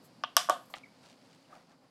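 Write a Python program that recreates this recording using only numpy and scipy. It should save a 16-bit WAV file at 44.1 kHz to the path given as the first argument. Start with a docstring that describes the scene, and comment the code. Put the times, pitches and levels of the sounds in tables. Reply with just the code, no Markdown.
"""Sharp plastic snaps: compact discs are pressed onto spindles in a hardcover book on a wooden table.
Each snap makes the book's stiff board, the disc and the spindle ring, and a small room answers.
Fingers squeak on a disc as they stick and slip, and they brush and judder over the cover.
Behind it all the room hums faintly."""
import sys
import numpy as np
from scipy import signal
from scipy.fft import rfft, irfft, next_fast_len
from scipy.io import wavfile
from scipy.ndimage import map_coordinates

SR = 44100
rng = np.random.default_rng(int(sys.argv[2]) if len(sys.argv) > 2 else 0)


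def generate_wav(sig):
    """Save sig (samples, or channels by samples) to the path in sys.argv[1] as 16-bit PCM at SR."""
    pcm = np.round(np.clip(np.atleast_2d(sig).T, -1, 1) * 32767).astype(np.int16)
    wavfile.write(sys.argv[1], SR, pcm)


N = 83790


def amp(db):
    """Turn decibels into a volume multiplier."""
    return 10 ** (np.asarray(db) / 20)


def unit(x):
    """Scale a sound to an average (rms) level of 1."""
    return x / np.sqrt(np.mean(x ** 2) + 1e-20)


def fade(t, fade_s):
    """A dying curve that drops 60 dB every fade_s seconds."""
    return np.exp(-np.log(1000) * t / fade_s)


def along(points, hz):
    """Read between (pitch_hz, value) points, with octaves evenly spaced."""
    pitches, values = np.transpose(points)
    return np.interp(np.log(hz + 1), np.log(pitches + 1), values)


def wobble(rate):
    """A smooth random curve through rate new values a second."""
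    values = rng.standard_normal(int(N * rate / SR) + 4)
    return map_coordinates(values, [np.arange(N) * rate / SR])


def filtered(x, response):
    """Turn each frequency up or down by response(hz)."""
    size = next_fast_len(len(x) + SR // 4)
    return irfft(rfft(x, size) * response(np.fft.rfftfreq(size, 1 / SR)), size)[:len(x)]


def one_side(x, hz, kind, order):
    """Keep the "low" or "high" side of hz; a higher order cuts more steeply."""
    return signal.sosfilt(signal.butter(order, hz, kind, fs=SR, output="sos"), x)


def band(x, low_hz, high_hz, order):
    """Keep what lies between two frequencies."""
    return one_side(one_side(x, low_hz, "high", order=4), high_hz, "low", order)


def noise(colour):
    """Steady noise whose tone follows (pitch_hz, gain_db) points."""
    return unit(filtered(rng.standard_normal(N), lambda hz: amp(along(colour, hz))))


def add(out, start_s, x):
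    """Mix x into out, beginning at start_s."""
    part = out[max(round(start_s * SR), 0):][:len(x)]
    part += x[:len(part)]


def background():
    """Room air with a wavering hum; the air sinks near the end."""
    # tone of the air: pitch_hz, gain_db
    air_colour = [(25, -31.5), (70, -20.5), (130, -2), (200, -3), (260, 0.5), (380, -9.5), (530, -6),
                  (900, -11), (1800, -18.5), (3600, -22.5), (4700, -16), (6000, -26.5), (11000, -32.5),
                  (16000, -46.5)]
    # loudness of the air: time_s, level_db
    air_levels = [(0, -61), (.9, -61.5), (1.48, -63), (1.63, -65), (1.699, -65), (1.77, -66.5), (1.9, -66)]
    # tones of the hum: pitch_hz, level_db
    hum_tones = [(172, -74), (262, -70.5), (518, -78)]
    t = np.arange(N) / SR
    air = noise(air_colour)
    hiss = filtered(air, lambda hz: hz ** 4 / (hz ** 4 + 1000 ** 4))  # the part above 1000 Hz
    hiss_dip_db = np.interp(t, (1.6, 1.8), (0, -0.5))
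    air = air - hiss + hiss * amp(hiss_dip_db)
    air *= amp(np.interp(t, *np.transpose(air_levels)))
    hum = sum(amp(db + wobble(3)) * np.sin(2 * np.pi * hz * t + 0.3 * wobble(5.4))
              for hz, db in hum_tones)
    return air + hum


def room(x):
    """Many reflections blur into a tail in which each frequency dies at its own speed."""
    # how long the room rings: pitch_hz, fade_s
    fade_times = [(200, 0.75), (600, 0.2), (1200, 0.29), (3200, 0.26), (8000, 0.25), (15000, 0.4)]
    # tone of the room: pitch_hz, gain_db
    colour = [(150, -8.5), (400, -2.5), (650, 5.5), (1150, -1), (2000, 3), (3050, 3), (4100, 5.5),
              (5400, -1.5), (7500, 3.5), (15000, -12.5)]
    rise_s = 0.0021
    hz, t, spectrum = signal.stft(rng.standard_normal(SR // 2), SR, nperseg=256)
    fade_s = along(fade_times, hz)[:, None]
    equal_energy = np.sqrt(2 * np.log(1000) / fade_s / SR)  # longer tails start softer
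    shape = fade(t, fade_s) * equal_energy * amp(along(colour, hz))[:, None]
    tail = signal.istft(spectrum * shape, SR, nperseg=256)[1]
    tail *= 1 - np.exp(-(np.arange(len(tail)) / SR / rise_s) ** 2)
    return signal.fftconvolve(x, tail)[:len(x)]


def friction(strokes, colour, grain_db, grain_rate):
    """Grainy rubbing that swells and fades with each stroke."""
    t = np.arange(N) / SR
    level = sum(amp(db) * np.exp(-((t - peak_s) / np.where(t < peak_s, rise_s, fall_s)) ** 2 / 2)
                for peak_s, rise_s, fall_s, db in strokes)
    return level * unit(noise(colour) * amp(grain_db * wobble(grain_rate)))


def hands():
    """Skin drags over the book and a disc: dull rubs, gritty slides and bright skims."""
    # strokes: peak_s, rise_s, fall_s, level_db
    rubs = [(1.06, 0.033, 0.046, -65), (1.3, 0.037, 0.034, -74.5), (1.535, 0.025, 0.058, -57),
            (1.725, 0.026, 0.022, -64.5), (1.84, 0.017, 0.026, -66)]  # a hand on the cover
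    slides = [(.775, 0.016, 0.0067, -53.5), (1.06, 0.029, 0.044, -61.5), (1.118, 0.019, 0.018, -72.5),
              (1.29, 0.081, .12, -69.5), (1.56, 0.045, 0.088, -73.5), (1.725, 0.022, 0.018, -78)]  # skin on the board
    skims = [(.052, 0.014, 0.016, -64.5), (.62, .07, 0.1, -73), (.705, 0.0036, 0.023, -62)]  # fingers on a disc
    # tone of each kind of stroke: pitch_hz, gain_db
    rub_colour = [(100, -16.5), (400, -11), (700, 1.5), (950, -3), (1250, -7.5), (1800, -11), (3000, -22.5),
                  (7000, -29), (15000, -42)]
    slide_colour = [(300, -10), (1500, 1.5), (2500, 7), (4500, 4.5), (7500, -1.5), (10000, -8.5),
                    (15000, -25)]
    skim_colour = [(1000, -21), (5000, -10.5), (8000, -4.5), (9500, -12), (11800, -1), (13500, -11),
                   (16000, -17.5)]
    return (friction(rubs, rub_colour, grain_db=-1, grain_rate=60)
            + friction(slides, slide_colour, grain_db=5.5, grain_rate=370)
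            + friction(skims, skim_colour, grain_db=2.5, grain_rate=100))


def judder():
    """A finger judders over the cover in a run of uneven little slips."""
    start_s, end_s, slips_per_s = 0.93, 1.125, 150
    slips = np.zeros(N)
    for even_s in np.arange(start_s, end_s, 1 / slips_per_s):
        slip_s = even_s + rng.normal(0, 0.31) / slips_per_s
        add(slips, slip_s, np.array([amp(rng.normal(-44.5, 3))]))
    ticks = band(slips, low_hz=1700, high_hz=5800, order=4)
    return ticks + amp(-8) * room(ticks)


def squeaks():
    """A fingertip sticks and slips on a disc in short falling chirps."""
    # fingertip squeaks: start_s, length_s, pitch_hz, relative_level_db
    chirps = [(0.8335, 0.014, 2330, -44), (0.8575, 0.007, 2170, -49), (1.325, 0.02, 3200, -67),
              (1.44, 0.025, 3200, -65), (1.526, 0.012, 1270, -43)]
    sag_per_s, roughness = 6, 0.02
    out = np.zeros(N)
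    for start_s, length_s, hz, db in chirps:
        t = np.arange(int(length_s * SR)) / SR
        pitch_hz = hz * (1 - sag_per_s * t + roughness * wobble(490)[:len(t)])
        tone = np.sin(2 * np.pi * np.cumsum(pitch_hz) / SR)
        add(out, start_s, amp(db - 4) * signal.windows.tukey(len(t), .5) * tone)
    return out + amp(-12.5) * room(out)


def ring(tones, t):
    """A struck object rings with its own dying tones, a little differently each time."""
    scatter_db, attack_s = 0.1, .0001
    ringing = sum(amp(db - scatter_db * rng.standard_normal())
                  * fade(t, fade_s) * np.cos(2 * np.pi * hz * t) for hz, db, fade_s in tones)
    return ringing * (1 - np.exp(-t / attack_s))


def crack(t, low_hz, top_hz):
    """The two parts of a plastic crack: a sharp pulse and the crackle after it."""
    burst = rng.standard_normal(len(t)) * fade(t, fade_s=.008)
    return band(np.array([t == 0, burst / np.linalg.norm(burst)]), low_hz, top_hz, order=8)


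def snaps():
    """Each contact cracks, rings the board, disc and spindle, thumps the table and echoes."""
    # contacts: start_s, board_db, board_low_hz, board_bright_hz, board_pitch_ratio,
    # disc_db, disc_pitch_ratio, disc_room_db, spindle_db, crack_db, crack_low_hz,
    # top_hz, thump_db, room_db (each db is a gain on that part)
    contacts = [(0.2370, -19.5, 595, 2100, 1.01, -27.5, 0.97, 10, -23.5, -34, 3000, 5370, -82, -15.5),
                (0.3672, -12, 600, 2940, 1.004, -15, 1.018, 2, -5, 2, 1099, 13970, -42.5, -8),
                (0.4881, -15.5, 574, 940, 0.97, -45, 1.04, 2, -53, -27.5, 1500, 3020, -69.5, -37),
                (0.4969, -6.5, 441, 970, 1.017, -27, 1.043, 4.5, -24, -9, 1500, 13100, -54, -8),
                (0.7004, -47.5, 493, 1190, 0.92, -81, 0.94, -6.5, -69.5, -47, 1700, 14000, -65, -2),
                (0.7395, -17.5, 620, 480, 1.086, -34.5, 0.67, -1, -54, -10, 1730, 4030, -69, -13),
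                (0.7673, -36, 250, 875, 1.17, -77, 1.2, -3, -54, -41, 2530, 9300, -61, -8.5)]
    # each part's own tones: base_pitch_hz, relative_level_db, base_fade_s
    board_tones = [(360, -14.5, .025), (600, -23.5, 0.012), (721, -7, 0.033), (785, -28, 0.037),
                   (913, -14.5, 0.054), (1112, -1, 0.025), (1185, -10.5, 0.038), (1428, -6.5, 0.017),
                   (1660, -18, .025)]
    disc_tones = [(2960, -6, .016), (3210, -10, 0.014), (3210, -2.5, 0.0069), (3374, -4, 0.0081)]
    spindle_tones = [(4800, -15.5, 0.003), (5130, -4.5, .007), (5538, -3, 0.007), (9100, -13.5, .004),
                     (12000, -24, 0.0038), (14800, -20.5, .002)]
    # echoes off a screen and a wall: delay_s, gain_db
    echoes = [(.0034, -10), (.0094, -15)]
    thump_s, disc_echo_s = 0.0024, .0092
    out, t = np.zeros(N), np.arange(SR // 2) / SR
    for (start_s, board_db, board_low_hz, board_bright_hz, board_pitch_ratio,
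         disc_db, disc_pitch_ratio, disc_room_db, spindle_db, crack_db, crack_low_hz,
         top_hz, thump_db, room_db) in contacts:
        board = amp(board_db) * ring(board_tones, t * board_pitch_ratio)
        board = band(board, board_low_hz, high_hz=1750, order=6)
        board = one_side(board, board_bright_hz, "low", order=2)
        disc = amp(disc_db) * ring(disc_tones, t * disc_pitch_ratio)
        disc = band(disc, 2300 * disc_pitch_ratio, 3400 * disc_pitch_ratio, order=4)
        spindle = amp(spindle_db) * ring(spindle_tones, t)
        spindle = band(spindle, low_hz=4170, high_hz=top_hz, order=8)
        pulse, crackle = amp(crack_db) * crack(t, crack_low_hz, top_hz)
        direct = board + disc + spindle + pulse + amp(-2.5) * crackle
        tail = room(board + spindle + amp(disc_room_db) * disc) + amp(4) * room(pulse)
        thump = amp(thump_db) * np.exp(-t / thump_s)
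        add(out, start_s, direct + thump + amp(room_db) * tail)
        add(out, start_s + disc_echo_s, amp(-2.5) * disc)  # the flat disc beams its ring at the wall
        for delay_s, db in echoes:
            add(out, start_s + delay_s, amp(db) * one_side(direct, hz=6030, kind="low", order=1))
    return out


def scene():
    """Everything heard together at one microphone."""
    return (snaps() + squeaks() + hands() + background() + judder())[None]


def record(dry):
    """Flatten peaks beyond full scale and remove the very highest treble."""
    top_hz, edge_hz = 16500, 400
    return np.array([filtered(channel, lambda hz: np.clip((top_hz - hz) / edge_hz + .5, 0, 1))
                     for channel in np.clip(dry, -1, 1)])


dry = scene()
out = record(dry)
generate_wav(out)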